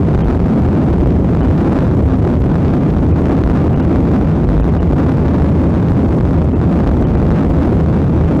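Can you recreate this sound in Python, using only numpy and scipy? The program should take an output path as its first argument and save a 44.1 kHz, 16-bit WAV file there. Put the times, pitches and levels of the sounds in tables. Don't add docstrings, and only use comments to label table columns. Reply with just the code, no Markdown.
import sys
import numpy as np
from scipy import signal
from scipy.fft import rfft, irfft, next_fast_len
from scipy.io import wavfile
from scipy.ndimage import uniform_filter1d, minimum_filter1d

SR = 44100
rng = np.random.default_rng(int(sys.argv[2]) if len(sys.argv) > 2 else 0)


def transcribe(u):
    v = np.clip(np.atleast_2d(u).T, -1, 1)
    q = np.round(v * 32767).astype(np.int16)
    wavfile.write(sys.argv[1], SR, q)


def gain_from_db(level_db):
    decades = np.asarray(level_db, float) / 20
    return 10 ** decades


N = 370435
TIME_S = np.arange(N) / SR
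COARSE_S = np.arange(0, N, 64) / SR


def evened(x):
    return x / np.sqrt(np.mean(x ** 2) + 1e-20)


def noise(spectrum):
    hz, db = np.transpose(spectrum)
    size = next_fast_len(N)
    bin_hz = np.fft.rfftfreq(size, 1 / SR)
    white = rfft(rng.standard_normal(size))
    shape_db = np.interp(np.log(bin_hz + 1), np.log(hz + 1), db)
    return evened(irfft(white * gain_from_db(shape_db), size)[:N])


def swells(rows, half_width_s):
    bells_db = sum(db * np.exp(-((COARSE_S - s) / half_width_s) ** 2) for s, db in rows)
    return np.interp(TIME_S, COARSE_S, bells_db)


def wander():
    rates_hz = np.geomspace(.5, 9, 30)
    waves = sum(np.sin(2 * np.pi * (hz * COARSE_S + rng.random())) for hz in rates_hz)
    return np.interp(TIME_S, COARSE_S, evened(waves))


# time in seconds, level in dB.
SHAFT_LEVELS = [(0.0, -22.5), (0.37, -14.5), (0.51, -32.5), (0.61, -20), (2.83, -22.5), (2.9, -32.5),
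                (2.97, -19), (4.52, -23.5), (4.89, -14.5), (4.96, -23), (5.36, -17), (5.92, -22),
                (6.6, -17.5), (6.69, -32), (6.81, -17), (7.16, -23), (8.24, -17), (8.4, -27)]


def shaft_hum():
    s, db = np.transpose(SHAFT_LEVELS)
    shaft_hz, trim_db = 78.7, -1.5
    level_db = np.interp(TIME_S, s, db) + trim_db
    return np.sqrt(2) * gain_from_db(level_db) * np.sin(2 * np.pi * shaft_hz * TIME_S)


# centre in seconds, swell in dB.
BUFFETS = [(.16, 9), (.26, 8.5), (.37, 6), (1.0, 3), (1.38, 2.5), (2.06, 10), (2.4, 7.5), (3.44, 10),
           (4.49, 6.5), (4.61, 12), (4.91, 6), (5.17, 3), (5.89, 8.5), (6.88, 3), (7.24, 8.5), (7.51, 9.5),
           (7.78, 7), (8.0, 4.5), (8.28, 6)]


def buffet_swell_db():
    return swells(BUFFETS, half_width_s=0.04)


# centre in seconds, swell in dB.
SURGES = [(.09, 3), (.76, 8), (1.08, 0), (1.59, 7), (1.85, 3.5), (2.1, 1), (2.48, 0.5), (3.58, 9.5),
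          (4.3, 4.5), (5.01, 2.5), (5.17, 3.5), (5.96, 5.5), (6.64, 4.5), (7.39, 1.5), (7.7, 1.5),
          (7.95, 6), (8.05, 6), (8.28, 5)]


def surge_swell_db():
    return swells(SURGES, half_width_s=0.039)


# frequency in Hz, density in dB per Hz.
RUSH_SPECTRUM = [(150, -25.5), (225, -3), (245, -1), (260, 4.5), (280, -0.5), (340, -2), (450, -19),
                 (700, -21.5), (1200, -43.5), (2500, -68), (6000, -62), (11000, -71), (16000, -77.5)]


def air_rush():
    level_db = -19.5 - 0.31 * buffet_swell_db() + 1.25 * wander()
    return gain_from_db(level_db) * noise(RUSH_SPECTRUM)


# frequency in Hz, density in dB per Hz.
BOOM_SPECTRUM = [(20, -10), (40, 0.5), (55, 2.5), (68, -2), (90, -23.5), (200, -78)]


def hull_boom():
    level_db = -20 + buffet_swell_db() - 0.8 * surge_swell_db() + 1.5 * wander()
    return gain_from_db(level_db) * noise(BOOM_SPECTRUM)


# frequency in Hz, density in dB per Hz.
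ROAR_SPECTRUM = [(60, -34), (88, -2.5), (112, -2.5), (137, 0), (170, 2.5), (190, -4.5), (210, -1.5),
                 (240, -14), (500, -77)]


def jet_roar():
    level_db = -17.5 + surge_swell_db() - 0.18 * buffet_swell_db() + 1.5 * wander()
    return gain_from_db(level_db) * noise(ROAR_SPECTRUM)


def scene():
    return (shaft_hum() + air_rush() + hull_boom() + jet_roar())[None]


def port_resonance(x):
    port_hz, width_hz = 12000, 600
    turn = np.exp(2j * np.pi * port_hz * TIME_S)
    r = np.exp(-np.pi * width_hz / SR)
    return 2 * (turn * signal.lfilter([1 - r], [1, -r], x / turn)).real


def capsules(x):
    front_drive_db, rear_drive_db, rear_share = 19.5, 32.5, 0.098
    front = x + gain_from_db(-26) * port_resonance(x)
    rear = signal.lfilter(*signal.butter(2, 365, fs=SR), x)
    front = np.clip(gain_from_db(front_drive_db) * front, -1, 1)
    rear = np.clip(gain_from_db(rear_drive_db) * rear, -1, 1)
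    squeeze, squeeze_s = 1, 0.0057
    span = int(squeeze_s * SR)
    power = uniform_filter1d(uniform_filter1d(evened(x) ** 2, span), span)
    return ((1 - rear_share) * front + rear_share * rear) * (power + 0.27) ** (-squeeze / 2)


# time in seconds, peak in dB.
SLIPS = [(0.206, -28), (0.5367, -20.5), (0.976, -44), (1.105, -21), (1.3917, -23), (1.5783, -25),
         (1.7883, -25), (2.122, -26), (2.1554, -28), (2.353, -20), (2.4189, -25), (2.6596, -22),
         (2.703, -18), (2.9003, -25), (2.9838, -22), (3.2555, -25), (3.3676, -21), (3.4364, -24),
         (3.8495, -23), (5.12, -24), (5.171, -21), (5.281, -18.5), (5.3612, -27), (5.4893, -29),
         (5.884, -18), (6.8224, -28), (7.0838, -18), (7.2657, -24), (7.6306, -26), (7.9872, -31)]


def slips(x):
    s, db = np.transpose(SLIPS)
    small_count, small_db, spread_db = 40, -32.5, 8.5
    when, size = rng.random((small_count, 2)).T
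    s = np.r_[s, .99 * when * N / SR]
    db = np.r_[db, small_db + spread_db * (2 * size - 1)]
    at = (s * SR).astype(int) + 60
    kicks = np.zeros(N)
    kicks[at] = gain_from_db(np.minimum(db + 21, -5)) * np.sign(x[at])
    edge = np.ones(5) / 5
    return signal.lfilter(edge, [1, -np.exp(-2 * np.pi * 15 / SR)], kicks)


# frequency in Hz, density in dB per Hz.
HISS_SPECTRUM = [(800, 10.5), (2000, -4), (4000, -19), (6200, -20.5), (8000, -30), (11300, -32),
                 (12000, -25), (12700, -36), (16000, -44)]


def amplifier_hiss():
    return gain_from_db(-32.5) * noise(HISS_SPECTRUM)


# corner in Hz, Q as a ratio.
BASS_CUT = [
    (48, 3.37),
    (50, 0.64),
    (88, 0.92),
]


def bass_cut(x):
    for hz, q in BASS_CUT:
        w = 2 * np.pi * hz
        x = signal.lfilter(*signal.bilinear([1, 0, 0], [1, w / q, w ** 2], SR), x)
    return x


def limiter(x):
    ceiling_db, headroom_db = -6.05, 1.3
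    look_s, release_db_per_s = 0.0023, 453.5
    over_db = np.maximum(20 * np.log10(abs(x) + 1e-9) - ceiling_db - headroom_db, 0)
    fall_db = TIME_S * release_db_per_s
    held_db = np.maximum.accumulate(over_db + fall_db) - fall_db
    span = int(look_s * SR)
    ahead_db = -minimum_filter1d(-held_db, span)
    u = x / gain_from_db(uniform_filter1d(ahead_db, span) + ceiling_db)
    return gain_from_db(ceiling_db) * u / (1 + u ** 12) ** (1 / 12)


# centre in seconds, length in seconds, upper edge left in Hz.
DROPOUTS = [(0.231, 0.01, 3250), (1.423, 0.0077, 3100), (3.131, 0.0069, 2620), (3.304, 0.0057, 2600),
            (3.749, 0.0077, 3000), (3.815, 0.0064, 3020), (4.625, 0.0061, 2800), (4.796, 0.0079, 3060),
            (6.545, 0.0094, 2720), (7.056, 0.0088, 3150), (7.164, 0.0071, 2650)]


def treble_dropouts(x):
    smear_db, smear_width_hz, smear_half_s = -46.5, 350, 0.012
    out, span = x.copy(), int(smear_half_s * SR)
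    for s, length_s, edge_hz in DROPOUTS:
        part = slice(int((s - 1.5 * length_s) * SR), int((s + 1.5 * length_s) * SR))
        high = signal.butter(16, edge_hz, "high", fs=SR, output="sos")
        treble = signal.sosfiltfilt(high, x[part])
        out[part] -= treble * signal.windows.tukey(len(treble), .9)
        band = signal.butter(3, [edge_hz - smear_width_hz, edge_hz], "band", fs=SR, output="sos")
        smear = evened(signal.sosfiltfilt(band, rng.standard_normal(2000))[:2 * span])
        start = int(s * SR) - span
        out[start:start + 2 * span] += gain_from_db(smear_db) * smear * signal.windows.tukey(2 * span, .4)
    return out


def roll_off(x):
    return signal.sosfilt(signal.butter(12, 15710, fs=SR, output="sos"), x)


def record(dry):
    treble_roll_off = signal.butter(1, 11400, fs=SR)
    x = signal.lfilter(*treble_roll_off, capsules(dry[0]) + slips(dry[0]))
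    x = x + gain_from_db(-10) * port_resonance(x) + amplifier_hiss()
    x = limiter(gain_from_db(-3) * bass_cut(x))
    x = treble_dropouts(x)
    band_edge = signal.firwin(801, 15500, window=("kaiser", 9), fs=SR)
    x = signal.oaconvolve(x, band_edge, "same")
    x *= np.minimum(np.minimum(np.arange(N), np.arange(N)[::-1]) / 100, 1)
    return roll_off(x[None])


dry = scene()
out = record(dry)
transcribe(out)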